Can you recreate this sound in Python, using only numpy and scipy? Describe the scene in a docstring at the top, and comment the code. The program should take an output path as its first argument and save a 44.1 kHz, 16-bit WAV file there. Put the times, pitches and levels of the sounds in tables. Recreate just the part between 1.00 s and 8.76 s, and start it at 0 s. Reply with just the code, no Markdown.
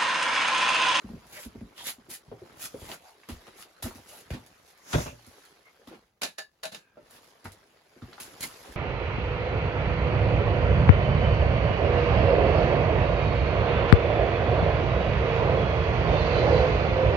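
"""Boots cross packed snow, which crumps, then frozen ground, which thuds under the slap of the sole.
Grains of ice and grit fracture underfoot, while the walker's heavy clothes flap, rub and hiss.
A full bag lands on a plastic folding table, exciting its modes and clattering with its contents.
A long tool is knocked against the ground (crack, modal ring, rattle) and leant on the table edge.
The steps resume. Short tails stand for a canvas tent; faint coloured noise is the winter air."""
import sys
import numpy as np
from scipy import signal
from scipy.fft import rfft, irfft, next_fast_len
from scipy.io import wavfile
from scipy.ndimage import uniform_filter1d

SR = 44100
rng = np.random.default_rng(int(sys.argv[2]) if len(sys.argv) > 2 else 0)


def log_audio(samples):
    """Write samples as a 16-bit WAV file to the path given in sys.argv[1]."""
    # one column per channel
    frames = np.atleast_2d(samples).T
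    # limit to full scale, then quantise
    limited = np.clip(frames, -1, 1)
    pcm = np.round(limited * 32767).astype(np.int16)
    wavfile.write(sys.argv[1], SR, pcm)


N = 342216
TIME = np.arange(N) / SR
# Levels in the tables are relative: each layer adds its own offset. t60 is the time to decay by 60 dB.

# boots packing the snow: [t/s, level/dB, pitch f/Hz]
CRUMPS = [(0.044, -35.5, 239), (0.097, -33.5, 259), (0.135, -32.5, 237), (0.460, -37.5, 261),
          (0.55, -34.5, 268), (0.614, -34, 268), (0.654, -49, 205), (0.983, -49, 270), (1.083, -44.5, 364),
          (1.278, -45, 175), (1.315, -34, 512), (1.418, -41.5, 420), (1.743, -34.5, 505), (1.893, -45, 703)]
# footfalls on frozen ground: [t/s, roll from heel to sole/s, delay of the weight/s, thud level/dB,
# thud f/Hz, sole slap level/dB, fine grit level/dB, coarse grit level/dB]
STEPS = [(1.814, 0.0036, 0.0038, -33, 140, -44.5, -64, -46),
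         (2.287, 0.0063, 0.029, -31, 86, -28, -35.5, -35.5),
         (2.824, 0.027, 0.015, -30.5, 95, -25, -25, -37.5),
         (2.949, 0.0049, 0.0063, -43, 117, -38, -41.5, -54),
         (3.304, 0.03, 0.0047, -22.5, 157, -23, -41, -33.5),
         (4.264, 0.005, 0.0035, -48.5, 122, -44.5, -45, -73),
         (4.872, 0.004, 0.0064, -58, 115, -38, -48, -43),
         (6.442, 0.01, 0.0068, -32.5, 110, -36.5, -40, -41.5),
         (7.018, 0.00284, 0.0033, -33, 129.5, -34.5, -64, -46),
         (7.2, 0.0052, 0.0031, -56, 115, -48, -28, -47), (7.407, .022, .016, -51, 109, -31.5, -27, -60),
         (7.687, 0.0043, .003, -41.5, 75.5, -45.5, -57, -50)]
CRUMP_T60_S, THUD_T60_S = 0.19, 0.22
SLAP_HZ, SLAP_T60_S = 280.3, 0.15


def boots():
    """Yielding contact: snow packs with a hollow crump, frozen earth thuds and the sole slaps."""
    crumps = [(s, db, hz, CRUMP_T60_S) for s, db, hz in CRUMPS]
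    contacts = []
    for s, roll_s, weight_s, thud_db, thud_hz, slap_db, _, _ in STEPS:
        contacts.append((s + weight_s, thud_db, thud_hz, THUD_T60_S))
        contacts.append((s + roll_s, slap_db, SLAP_HZ, SLAP_T60_S))
    # spectra: (multiple of pitch, dB)
    snow_colour = [(.23, 12.5), (.55, 6), (1, 9.5), (1.65, -3.5), (3.2, -24.5), (6, -30)]
    earth_colour = [(.2, -9), (.4, -3.5), (.9, 4), (1.8, -24), (3.2, -21.5), (7.5, -36)]
    snow = yielding_contacts(crumps, snow_colour, push_db=-0.5, crush_db=-4.5,
                             swell_share=0.029, rise_s=0.00032, sag_octaves_per_s=16.8)
    earth = yielding_contacts(contacts, earth_colour, push_db=-4.5, crush_db=-7.5,
                              swell_share=0.034, rise_s=0.0026, sag_octaves_per_s=14.2)
    return tent(snow, wet_db=-11.5, wide_hz=1100) + tent(earth, wet_db=-10.5, wide_hz=900)


# soles sliding through loose snow and grit:
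# [t/s, attack/s and hold/s (attack: a rise of 60 dB), fine grain level/dB, coarse grain level/dB]
SLIDES = [(0.332, 0.2, 0.12, -51, -55.5), (0.786, 0.12, 0.11, -54, -53), (0.868, 0.14, 0.034, -38, -48),
          (1.101, 0.03, 0.051, -44.5, -56), (1.625, 0.14, 0.035, -41.5, -51), (1.803, 0.32, 0.12, -57, -72),
          (1.898, 0.26, 0.046, -51.5, -48), (2.587, 0.11, 0.043, -55, -56.5),
          (3.091, 0.16, 0.12, -55.5, -63.5), (6.106, 0.049, 0.075, -62.5, -62.5),
          (7.429, 0.012, 0.015, -40.5, -44.5)]
# spectra of fine and coarse grains: [f/Hz, level/dB per Hz]
FINE = [(1500, -2), (3000, -2.5), (4500, -2), (5800, -2.5), (7000, 1.5), (10500, 3), (14000, 0),
        (16000, -10.5)]
COARSE = [(150, 2), (400, 2.5), (900, 3), (1500, -2.5), (2400, -6), (4000, -9.5), (8000, -24.5)]
CRACKLES_PER_S, CRACKLE_DB = 120, -3.5  # larger crystals snap singly; dB offset on the coarse column


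def crunch():
    """Fracture noise: ice crystals and grit break under the soles, in slides and sudden treads."""
    fine = shimmer(noise(FINE, 2500), spread_db=2.5) * grains(2500, spread_db=2.5)
    coarse = shimmer(noise(COARSE, 1500), spread_db=4.0) * grains(1000, spread_db=1.0)
    snaps = noise([(600, -12), (1500, -3.5), (3500, -1.0), (7000, -12)], 1500)
    snaps = snaps * grains(CRACKLES_PER_S, spread_db=5.5)

    s, attack, hold, fine_db, coarse_db = np.transpose(SLIDES)
    slides = fine * strokes(s, attack, hold, fine_db + 5.0)
    slides += coarse * strokes(s, attack, hold, coarse_db + 0.5)
    slides += snaps * strokes(s, attack, hold, coarse_db + CRACKLE_DB)

    s, roll, _, _, _, _, fine_db, coarse_db = np.transpose(STEPS)
    steps = fine * treads(s, roll, fine_db - 9.5, rise_s=0.00033)
    steps += coarse * treads(s, roll, coarse_db - 7.0, rise_s=0.00057)
    return tent(slides + steps, wet_db=-6.5, wide_hz=900)


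SLIDE_RELEASE_S = 0.096  # a fall of 60 dB


def strokes(times, attacks, holds, levels_db):
    """Exponential growth and decay: slides swell, hold and fade, and the loudest one prevails."""
    out = np.zeros(N)
    for s, attack, hold, db in zip(times, attacks, holds, levels_db):
        away = np.maximum((s - TIME) / attack, (TIME - s - hold) / SLIDE_RELEASE_S)
        out = np.maximum(out, from_db(db - 60 * np.clip(away, 0, 2)))
    return out


GRIT_T60_S, SOLE_GRIT_DB = 0.25, -9.5  # the sole crushes grit again, weaker than the heel


def treads(times, rolls, levels_db, rise_s):
    """Power addition: grit is crushed by the heel and again as the sole comes down."""
    t60 = np.full(len(times), GRIT_T60_S)
    heel = blows(times, levels_db, t60, rise_s)
    sole = blows(times + rolls, levels_db + SOLE_GRIT_DB, t60, rise_s)
    return np.hypot(heel, sole)


# clumps of crust and grit giving way: [t/s, level/dB, centre f/Hz]
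CRACKS = [(1.900, -37.5, 900), (2.29, -42, 3000), (2.468, -49, 2800), (2.827, -38, 4800),
          (2.841, -39.5, 1580), (2.862, -47, 2800), (2.949, -51, 1500), (3.304, -38.5, 2400),
          (3.337, -37, 2400), (5.746, -40.5, 3000), (4.945, -48, 2200), (6.162, -52, 3520),
          (6.519, -55, 4000), (7.201, -41.5, 2600), (7.649, -44.5, 2600)]
CRACK_T60_S, CRACK_RISE_S = 0.037, 0.00059


def cracks():
    """Brittle failure: a clump gives way in a short spray of fractures around its own pitch."""
    out, t = np.zeros((2, N)), TIME[:SR // 8]
    envelope = from_db(-60 * t / CRACK_T60_S) * (1 - np.exp(-t / CRACK_RISE_S))
    colour = [(.25, -6), (1, 0.5), (1.8, -11), (3.5, -13.5)]  # (multiple of pitch, dB)
    for s, db, hz in CRACKS:
        spray = noise([(hz * ratio, level) for ratio, level in colour], 1500, size=len(t))
        add(out, s, from_db(db) * spray * envelope)
    return tent(out * grains(1220, spread_db=2.0), wet_db=-1, wide_hz=900)


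# hard taps of the tool, of kicked stones and of cracking crust: [t/s, level/dB, pitch f/Hz]
TAPS = [(0.090, -43.5, 940), (0.551, -48, 750), (1.316, -44, 950), (2.234, -41.5, 2130), (2.468, -43, 1100),
        (2.481, -40.5, 660), (2.861, -29.5, 594), (2.909, -37.5, 1230), (2.982, -44.5, 850),
        (4.914, -41, 460), (4.928, -39.5, 525), (4.945, -48, 330), (5.971, -44.5, 520), (6.456, -28, 1360),
        (6.963, -46.5, 400), (7.083, -42.5, 306), (7.020, -42.5, 1350), (7.129, -39.5, 1400),
        (7.132, -35.5, 3900), (7.181, -36, 1200)]
TAP_T60_S, TAP_REF_HZ, TAP_DAMPING = 0.069, 1010, 0.95  # t60 at the reference; power of its fall with f


def taps():
    """Frequency-dependent damping: one quick swing and a rattle; the higher, the sooner it dies."""
    rows = [(s, db, hz, TAP_T60_S * (TAP_REF_HZ / hz) ** TAP_DAMPING) for s, db, hz in TAPS]
    colour = [(.3, -7), (.7, -2), (1.1, -8.5), (1.7, -15.5), (4, -23.5)]
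    hits = yielding_contacts(rows, colour, push_db=-1.0, crush_db=-8.5,
                             swell_share=0.0079, rise_s=0.00093, sag_octaves_per_s=5)
    return tent(hits, wet_db=-4, wide_hz=1200)


# swishes of sleeves, straps, soles and the sliding tool: [t/s at the loudest, level/dB, centre f/Hz,
# half length/s (standard deviation), half width/octaves (10 dB down), glide/octaves per s]
SWISHES = [(0.374, -46.5, 2050, 0.026, 0.53, -3.5), (0.388, -49, 580, 0.014, .28, 0),
           (0.808, -44.5, 3300, 0.024, .32, 2), (0.883, -42, 1920, 0.021, 0.44, -0.5),
           (0.884, -37.5, 3600, 0.019, 0.49, 1.5), (2.075, -55, 790, 0.037, 0.29, 1),
           (3.138, -54.5, 690, 0.029, 0.35, 3), (4.09, -49.5, 2600, 0.025, 0.21, 0),
           (4.68, -58.5, 2120, 0.021, .07, 0), (4.931, -51, 350, 0.019, 0.89, -3),
           (5.857, -68, 1620, 0.067, .07, 0), (5.85, -73, 2500, 0.061, .08, -0.5),
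           (7.44, -38.5, 2110, 0.011, .06, 0.5), (7.434, -42.5, 4170, 0.013, .1, 1)]


def swishes():
    """Friction noise: a sliding contact sings in a narrow band that swells, glides and fades."""
    out, t = np.zeros((2, N)), TIME[:SR // 2]
    from_peak = t - t.mean()
    shape = [(-3.6, -24), (-1, -10), (0, 0), (1, -10), (3.6, -24)]  # (half widths, dB)
    for s, db, hz, half_s, width, glide in SWISHES:
        skirts = [(hz * 2 ** (k * width), level) for k, level in shape]
        band = noise(skirts, 1000, size=SR)
        # reading the noise ever faster or slower makes its pitch glide
        place = np.cumsum(2 ** (glide * np.clip(from_peak, -2 * half_s, 2 * half_s)))
        band = np.array([np.interp(place, np.arange(SR), ear) for ear in band])
        add(out, s - t.mean(), band * from_db(db) * np.exp(-(from_peak / half_s) ** 2 / 2))
    return out


# how briskly the walker moves: [t/s, rubbing cloth level/dB, flapping folds level/dB]
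EFFORT = [(0.0, -58.5, -58), (0.85, -63.5, -63.5), (1.23, -65.5, -66.5), (1.5, -59.5, -59),
          (1.95, -62.5, -57.5), (2.15, -64, -89), (2.45, -57.5, -61.5), (2.75, -62.5, -74),
          (3.05, -60, -64.5), (3.6, -63.5, -64), (4.4, -60.5, -92), (4.98, -66, -64), (5.13, -77.5, -88.5),
          (5.7, -72, -90), (5.95, -74, -65.5), (6.09, -61, -63.5), (6.8, -65.5, -73), (7.45, -55, -55),
          (7.76, -55.5, -54)]
# trouser legs and sleeves brushing past each other:
# [t/s at the loudest, level/dB, half length/s (standard deviation)]
BRUSHES = [(1.715, -56.5, 0.041), (2.077, -59, 0.044), (3.43, -65.5, 0.18), (3.694, -58, 0.027),
           (4.226, -61, 0.066), (4.42, -60, 0.07), (6.258, -60.5, 0.047), (7.274, -66, 0.13),
           (7.584, -54.5, 0.17)]
# small ticks of buckles and stones: [t/s, level/dB]
TICKS = [(0.267, -32.5), (3.463, -31), (3.7755, -36), (4.451, -32.5), (6.109, -35), (6.519, -27),
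         (7.723, -29.5)]
# spectra of flapping folds, rubbing cloth and hissing weave: [f/Hz, level/dB per Hz]
FOLDS = [(30, -3), (70, 3.5), (180, 2.5), (450, 2), (750, -3.5), (1300, -4.5), (3000, -27)]
RUB = [(400, 4), (900, -1.5), (1800, -4), (3000, -10), (5000, -12.5), (9000, -66)]
HISS = [(2000, -0.5), (3800, -1.5), (6800, -1.5), (10500, -3), (14000, -5.5), (16000, -23.5)]
SHAKE_DB, SHAKE_S = 1.5, 0.13  # each footfall adds a swell of this height, delay and half length
HISS_DB = -4.5  # hiss of the weave, relative to the rubbing


def clothes():
    """Friction of textiles: folds flap, cloth rubs and hisses, more after each footfall; ticks."""
    shake = from_db(SHAKE_DB * sum(swell(s + SHAKE_S, SHAKE_S) for s, *_ in STEPS))
    rub, folds = shake * np.array(gains(EFFORT))
    brushes = sum(from_db(db) * swell(s, half_s) for s, db, half_s in BRUSHES)
    hiss = np.hypot(from_db(HISS_DB) * rub, brushes)
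    rustle = folds * shimmer(noise(FOLDS, 600), spread_db=3.5) * grains(350, spread_db=2.5)
    rustle += rub * shimmer(noise(RUB, 900), spread_db=3.5) * grains(1500, spread_db=2)
    rustle += hiss * shimmer(noise(HISS, 900), spread_db=2.5) * grains(4000, spread_db=2.5)
    s, db = np.transpose(TICKS)
    ticks = noise(FINE, 1500) * blows(s, db - 12.0, np.full(len(s), .015), rise_s=0.00073)
    return rustle + tent(ticks, wet_db=0.0, wide_hz=700)


# the bag landing and settling: [t/s, table ring level/dB, most excited f/Hz, thump level/dB,
# clatter level/dB, clatter t60/s]
BAG = [(3.935, -41, 550, -22.5, -26.5, 0.16), (3.950, -32, 100.6, -26, -41, 0.15),
       (3.979, -53, 120, -26.5, -34, 0.14), (4.001, -51, 110, -38, -35, 0.067),
       (4.059, -49, 600, -35.5, -44, 0.24), (4.122, -53.5, 140, -59, -63, 0.1)]
# the bag's nylon skidding on the table: [t/s, level/dB]
SKID = [(3.78, -72), (3.86, -53.5), (3.925, -38.5), (3.97, -39), (4.02, -38), (4.07, -44.5), (4.14, -59.5),
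        (4.22, -81)]
# hard things in the bag knocking on the table through the cloth: [t/s, level/dB, pitch f/Hz]
BUMPS = [(3.940, -19, 755), (3.950, -20, 280), (3.956, -20, 240), (3.957, -22.5, 594), (3.981, -27, 620),
         (4.004, -34, 600), (4.059, -31.5, 640), (4.064, -29, 1130), (4.077, -30.5, 970)]
# modes of the table top: [f/Hz, level/dB, t60/s]
TABLE = [(56.7, -6, 0.34), (115.7, 0, 0.38), (155.4, 2.5, 0.2), (217.6, -11, 0.39), (259, 3, 0.12),
         (330, -12, 0.24), (400, -15, 0.25), (526, -8, 0.14), (591, 0.5, 0.14), (820, -21, .22),
         (910, -12.5, 0.21), (1109, -18.5, 0.17), (1360, -8.5, 0.091)]
# spectra of the thump, the contents, the skidding nylon and the slap: [f/Hz, level/dB per Hz]
THUMP = [(25, -24.5), (55, -1.5), (130, -2), (260, -12.5), (450, -14), (700, -16), (1500, -28.5),
         (4000, -54)]
CLATTER = [(200, -19.5), (550, 4), (1000, 4.5), (1500, -1), (2200, -4.5), (4000, -7.5), (7000, -21.5),
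           (11000, -23), (16000, -38.5)]
NYLON = [(180, 3), (1100, 0), (1800, -1.5), (2700, -4.5), (4500, -6.5), (6500, 2.5), (7800, -3),
         (11000, -6), (14500, -9.5), (16000, -18)]
BAG_SLAP = [(300, -7), (800, -0.5), (1600, 8.5), (2300, -7.5), (3400, -3), (5000, -11.5), (7000, -6),
            (11000, -15), (16000, -28)]
BAG_SLAP_S, BAG_SLAP_DB, BAG_SLAP_T60_S = 3.929, -23.5, 0.11  # the bag's taut side slaps the table
BUMP_T60_S = 0.088
TABLE_LAG_S = 0.00033  # the table stands on the left, so the right ear hears the bag this much later


def bag():
    """Modal excitation: the bag skids, slaps and settles; the table booms, the contents clatter."""
    s, ring_db, centre_hz, thump_db, clatter_db, t60 = np.transpose(BAG)
    table = struck(TABLE, zip(s, ring_db - 2, centre_hz), boost_db=7.0, octaves=1.9,
                   scatter_db=2.5, wide_hz=800)
    thump = noise(THUMP, 900) * blows(s, thump_db - 0.5, np.full(len(s), .17), rise_s=0.0022)
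    contents = shimmer(noise(CLATTER, 900), spread_db=4) * grains(700, spread_db=2)
    clatter = contents * blows(s, clatter_db, t60, rise_s=0.002)
    slap = shimmer(noise(BAG_SLAP, 930), spread_db=0.5)
    slap = slap * blows([BAG_SLAP_S], [BAG_SLAP_DB], [BAG_SLAP_T60_S], rise_s=0.0011)
    skid = gains(SKID)[0] * noise(NYLON, 610)
    rows = [(at, db, hz, BUMP_T60_S) for at, db, hz in BUMPS]
    bumps = yielding_contacts(rows, [(.4, 1), (1, -0.5), (1.8, -9.5), (4, -24)], push_db=-5.5,
                              crush_db=-8, swell_share=0.016, rise_s=0.0011, sag_octaves_per_s=5)
    leftward = (clatter + slap) * from_db([[1.2], [-1.2]])
    left, right = tent(table, wet_db=-3, wide_hz=700) + thump + bumps + leftward + skid
    return np.array([left, delayed(right, TABLE_LAG_S)])


# the tool's knocks: [t/s, rattle level/dB, crack level/dB, low body level/dB, t60/s, ring level/dB,
# most excited f/Hz]
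KNOCKS = [(5.217, -30, -19, -41.5, 0.1, -46.5, 1460), (5.232, -26, -16.5, -39, 0.17, -42.5, 3540),
          (5.383, -35, -25, -61, 0.15, -44, 1720), (5.633, -32, -24.5, -61, 0.095, -44, 1570),
          (5.653, -36, -25.5, -49.5, 0.15, -47.5, 725), (5.720, -43.5, -38, -50.5, 0.22, -57, 3750),
          (5.746, -42.5, -28, -50.5, 0.18, -57.5, 2830)]
# modes of the tool's shaft and head: [f/Hz, level/dB, t60/s]
TOOL = [(421, -8, .13), (630, 2, .11), (718, -5, .13), (808, -2, .14), (880, -8, .1), (1090, -8, .1),
        (1436, -7, .11), (1540, -5, .1), (1572, -8, .12), (1695, -3, .13), (1755, -3, .14),
        (1976, -12, .11), (2770, -8, .1), (2880, -5, .11), (3690, -7, .08), (3752, -6, .12),
        (3828, -7, .11), (3910, -7, .12), (4254, -7, .14), (4390, -10, .11), (4813, -11, .15),
        (6620, -11, .14), (6800, -9, .12)]
# spectrum of the crack and rattle: [f/Hz, level/dB per Hz]
KNOCK = [(150, -35), (250, -27), (430, -4), (660, -1.5), (1150, -6.5), (1450, -3), (1720, -8), (2150, -5),
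         (2750, -2.5), (3300, -7), (3770, -1.5), (5600, -9), (7000, -7), (10700, -9.5), (14000, -18),
         (16000, -27)]
# the handle coming to rest against the table edge: [t/s, level/dB, most excited f/Hz]
LEAN = (5.970, -55.5, 550)
GRIP_DETUNE = 0.0054  # grip and point of contact shift each mode by about this share


def tool():
    """Modal excitation: a knock cracks, rings by where it hits, and rattles; it leans at last."""
    s, rattle_db, crack_db, body_db, t60, ring_db, centre_hz = np.transpose(KNOCKS)
    # averaging over samples lets the contact build up over a few milliseconds
    crack = uniform_filter1d(blows(s, crack_db, np.full(len(s), .02), rise_s=0.0018), size=50)
    rattle = uniform_filter1d(blows(s, rattle_db, t60, rise_s=0.00061), size=400)
    impact = shimmer(noise(KNOCK, 200), spread_db=1.5) * np.hypot(crack, rattle)
    body_colour = [(70, -15), (190, 6.0), (300, -2.0), (550, -1.5), (800, -12.0), (1500, -26.0)]
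    body = noise(body_colour, 650) * blows(s, body_db, t60, rise_s=0.0035)
    ring = struck(TOOL, zip(s, ring_db - 4.0, centre_hz), boost_db=8.5, octaves=0.26,
                  scatter_db=3.5, wide_hz=356, detune=GRIP_DETUNE)
    # the three lowest table modes stay silent
    lean = struck(TABLE[3:], [LEAN], boost_db=7.0, octaves=0.28, scatter_db=1.0, wide_hz=800)
    return impact + body + tent(ring + lean, wet_db=1.5, wide_hz=297)


# spectrum of the still winter air: [f/Hz, level/dB per Hz]
AIR = [(18, -49), (30, -10), (90, -13), (233, -16), (426, -25), (822, -24.5), (5590, -65.5), (14400, -37.5),
       (16000, -36.5)]
AIR_DB = -77


def winter_air():
    """Stationary noise: a faint, steady coloured bed."""
    return from_db(AIR_DB) * noise(AIR, 700)


def yielding_contacts(rows, spectrum, push_db, crush_db, swell_share, rise_s, sag_octaves_per_s):
    """Yielding contact: a push swells over a share of its t60 and sags in pitch, with crumbling."""
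    out, t = np.zeros((2, N)), TIME[:SR // 3]
    for s, db, hz, t60 in rows:
        age = t / (swell_share * t60)
        phase = 2 * np.pi * np.cumsum(hz * 2 ** (-sag_octaves_per_s * t)) / SR
        push = age * np.exp(1 - age) * np.sin(phase)
        crush = noise([(hz * ratio, level) for ratio, level in spectrum], 880, size=len(t))
        crush = crush * from_db(-60 * t / t60) * (1 - np.exp(-t / rise_s))
        add(out, s, from_db(db + push_db) * push + from_db(db + crush_db) * crush)
    return out


def struck(modes, hits, boost_db, octaves, scatter_db, wide_hz, detune=0):
    """Modal superposition: a blow (t/s, level/dB, f/Hz) rings all modes, most those near its f."""
    out, t = np.zeros((2, N)), TIME[:SR // 2]
    hz, mode_db, t60 = np.array(modes).T[:, :, None]
    signs = (-1) ** np.arange(len(modes))
    # the higher modes reach the two ears out of step
    offset = rng.choice([-1, 1], hz.shape) * np.pi / 4 * hz ** 2 / (hz ** 2 + wide_hz ** 2)
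    decay = from_db(mode_db - 60 * t / t60)
    for s, db, centre_hz in hits:
        phase = 2 * np.pi * hz * (1 + detune * rng.standard_normal(hz.shape)) * t
        rings = np.array([decay * np.sin(phase + ear * offset) for ear in (-1, 1)])
        favour = boost_db * np.exp(-(np.log2(hz[:, 0] / centre_hz) / octaves) ** 2)
        scatter = scatter_db * rng.standard_normal(len(modes))
        add(out, s, (signs * from_db(db + favour + scatter)) @ rings)
    return out


def grains(per_s, spread_db):
    """Shot noise: many small fractures of uneven size, each dying in about a millisecond."""
    sizes = from_db(spread_db * np.minimum(rng.exponential(1, N), 4))
    fractures = (rng.random(N) < per_s / SR) * sizes ** 2 + 1e-12
    power = signal.lfilter([1], [1, -np.exp(-1000 / SR)], fractures)
    return rms_one(np.sqrt(power))


def shimmer(x, spread_db, size=512):
    """Spectral modulation: patches a few hundred Hz wide swell and fade as a contact moves."""
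    frames = signal.stft(x, nperseg=size)[2]
    field = rng.standard_normal(frames.shape[1:])
    field = uniform_filter1d(field, size=4, axis=0)
    field = rms_one(uniform_filter1d(field, size=7, axis=1))
    return rms_one(signal.istft(frames * from_db(spread_db * field), nperseg=size)[1][:, :N])


def noise(spectrum, wide_hz, size=N):
    """Interaural coherence: coloured noise, alike at both ears below wide_hz, drifting apart above."""
    length = next_fast_len(size)
    hz = np.fft.rfftfreq(length, 1 / SR) + 1
    points = np.array(spectrum)
    colour = from_db(np.interp(np.log(hz), np.log(points[:, 0]), points[:, 1]))
    # beyond its end points the spectrum falls by 12 dB per octave
    colour = colour * np.minimum(hz / points[0, 0], 1) ** 2 * np.minimum(points[-1, 0] / hz, 1) ** 2
    mid, side = rfft(rng.standard_normal((2, length))) * colour
    side = side * 0.92 * hz / np.hypot(hz, wide_hz)
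    return rms_one(irfft([mid + side, mid - side], length)[:, :size])


def blows(times, levels_db, t60s, rise_s):
    """Power addition: blows rise fast, die away exponentially, and their powers add."""
    power, t = np.zeros(N), TIME[:SR // 2]
    for s, db, t60 in zip(times, levels_db, t60s):
        envelope = from_db(db - 60 * t / t60) * (1 - np.exp(-t / rise_s))
        add(power, s, envelope ** 2)
    return np.sqrt(power)


def swell(s, half_s):
    """Gaussian envelope: a smooth rise and fall around time s."""
    return np.exp(-np.minimum(((TIME - s) / half_s) ** 2, 60) / 2)


def gains(rows):
    """Logarithmic interpolation: each dB column becomes a gain over time, silent outside it."""
    s, *columns = np.transpose(rows)
    return [from_db(np.interp(TIME, s, c, left=-200, right=-200)) for c in columns]


def from_db(db):
    """Level law: decibels to an amplitude ratio."""
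    return 10 ** (np.asarray(db) / 20)


def rms_one(x):
    """Normalisation: scale to unit mean power."""
    return x / np.sqrt(np.mean(x ** 2) + 1e-20)


def add(track, s, sound):
    """Superposition: mix a sound into a track at time s."""
    start = max(round(s * SR), 0)
    part = sound[..., :N - start]
    track[..., start:start + part.shape[-1]] += part


def delayed(x, lag_s):
    """Propagation delay: the same sound heard later, to the nearest sample."""
    return x[np.clip(np.arange(N) - np.round(lag_s * SR).astype(int), 0, N - 1)]


TENT_T60_S = 0.12


def tent(x, wet_db, wide_hz):
    """Reverberation: canvas and ground return a short, dense tail after a few milliseconds."""
    t = TIME[:SR // 3]
    tail = noise([(40, -42.5), (200, 1.0), (5000, 3.5), (16000, -2.5)], wide_hz, size=len(t))
    tail = tail * from_db(-60 * t / TENT_T60_S) * (t > .005)
    tail = tail / np.sqrt(np.sum(tail ** 2) / 2)
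    return x + from_db(wet_db) * signal.oaconvolve(np.atleast_2d(x), tail, axes=1)[:, :N]


OUTSIDE_LAG_S, OUTSIDE_UNTIL_S = 0.00009, 0.9  # at first the walker is to the right: the left ear lags
OUTSIDE_WIDTH = 0.82  # with no canvas around, the two ears hear more nearly the same


def outside(x):
    """Interaural time difference: out on the snow, sound is narrower and comes from the right."""
    outdoors = TIME < OUTSIDE_UNTIL_S
    mid = (x[0] + x[1]) / 2
    side = (x[0] - x[1]) / 2 * np.where(outdoors, OUTSIDE_WIDTH, 1)
    return np.array([delayed(mid + side, OUTSIDE_LAG_S * outdoors), mid - side])


# the microphone pair: [f/Hz, lag of the left/radians, stereo width 0-1, left minus right level/dB]
PORTS = [(20, 0, 1, 0), (1500, 0, 1, 1), (5300, 0, 1, -4), (7000, 1.1, .6, 0), (8400, 3.14, .08, 0),
         (9500, 4.4, .46, 0), (10500, 6.2, .12, 0), (11500, 6.35, .12, 0), (12200, 7.6, .46, 0),
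         (13300, 9.4, .08, 0), (14600, 10.7, .5, 0), (15200, 12.5, .15, 0)]


def microphones(x):
    """Phase difference: in the treble two close ports hear nearly the same, the left one later."""
    length = next_fast_len(N + SR // 10)
    hz = np.fft.rfftfreq(length, 1 / SR)
    points, *columns = np.transpose(PORTS)
    lag, width, balance_db = [np.interp(hz, points, c) for c in columns]
    left, right = rfft(x, length)
    mid, side = (left + right) / 2, (left - right) / 2 * width
    left_port = (mid + side) * from_db(balance_db / 2) * np.exp(-1j * lag)
    right_port = (mid - side) * from_db(-balance_db / 2)
    return irfft([left_port, right_port], length)[:, :N]


def scene():
    """Superposition: the walker, the bag and the tool sound over the still winter air."""
    walker = boots() + outside(crunch() + swishes()) + cracks() + clothes() + taps()
    return walker + bag() + tool() + winter_air()


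CUTOFF_HZ = 15900


def record(dry):
    """Band limiting: the microphone pair picks it up; the deepest bass and the top are cut."""
    high_pass = signal.butter(4, 37, "high", fs=SR, output="sos")
    low_pass = signal.ellip(10, .1, 80, CUTOFF_HZ, fs=SR, output="sos")
    thin = signal.sosfilt(high_pass, microphones(dry))
    return signal.sosfilt(low_pass, thin)


dry = scene()
out = record(dry)
log_audio(out)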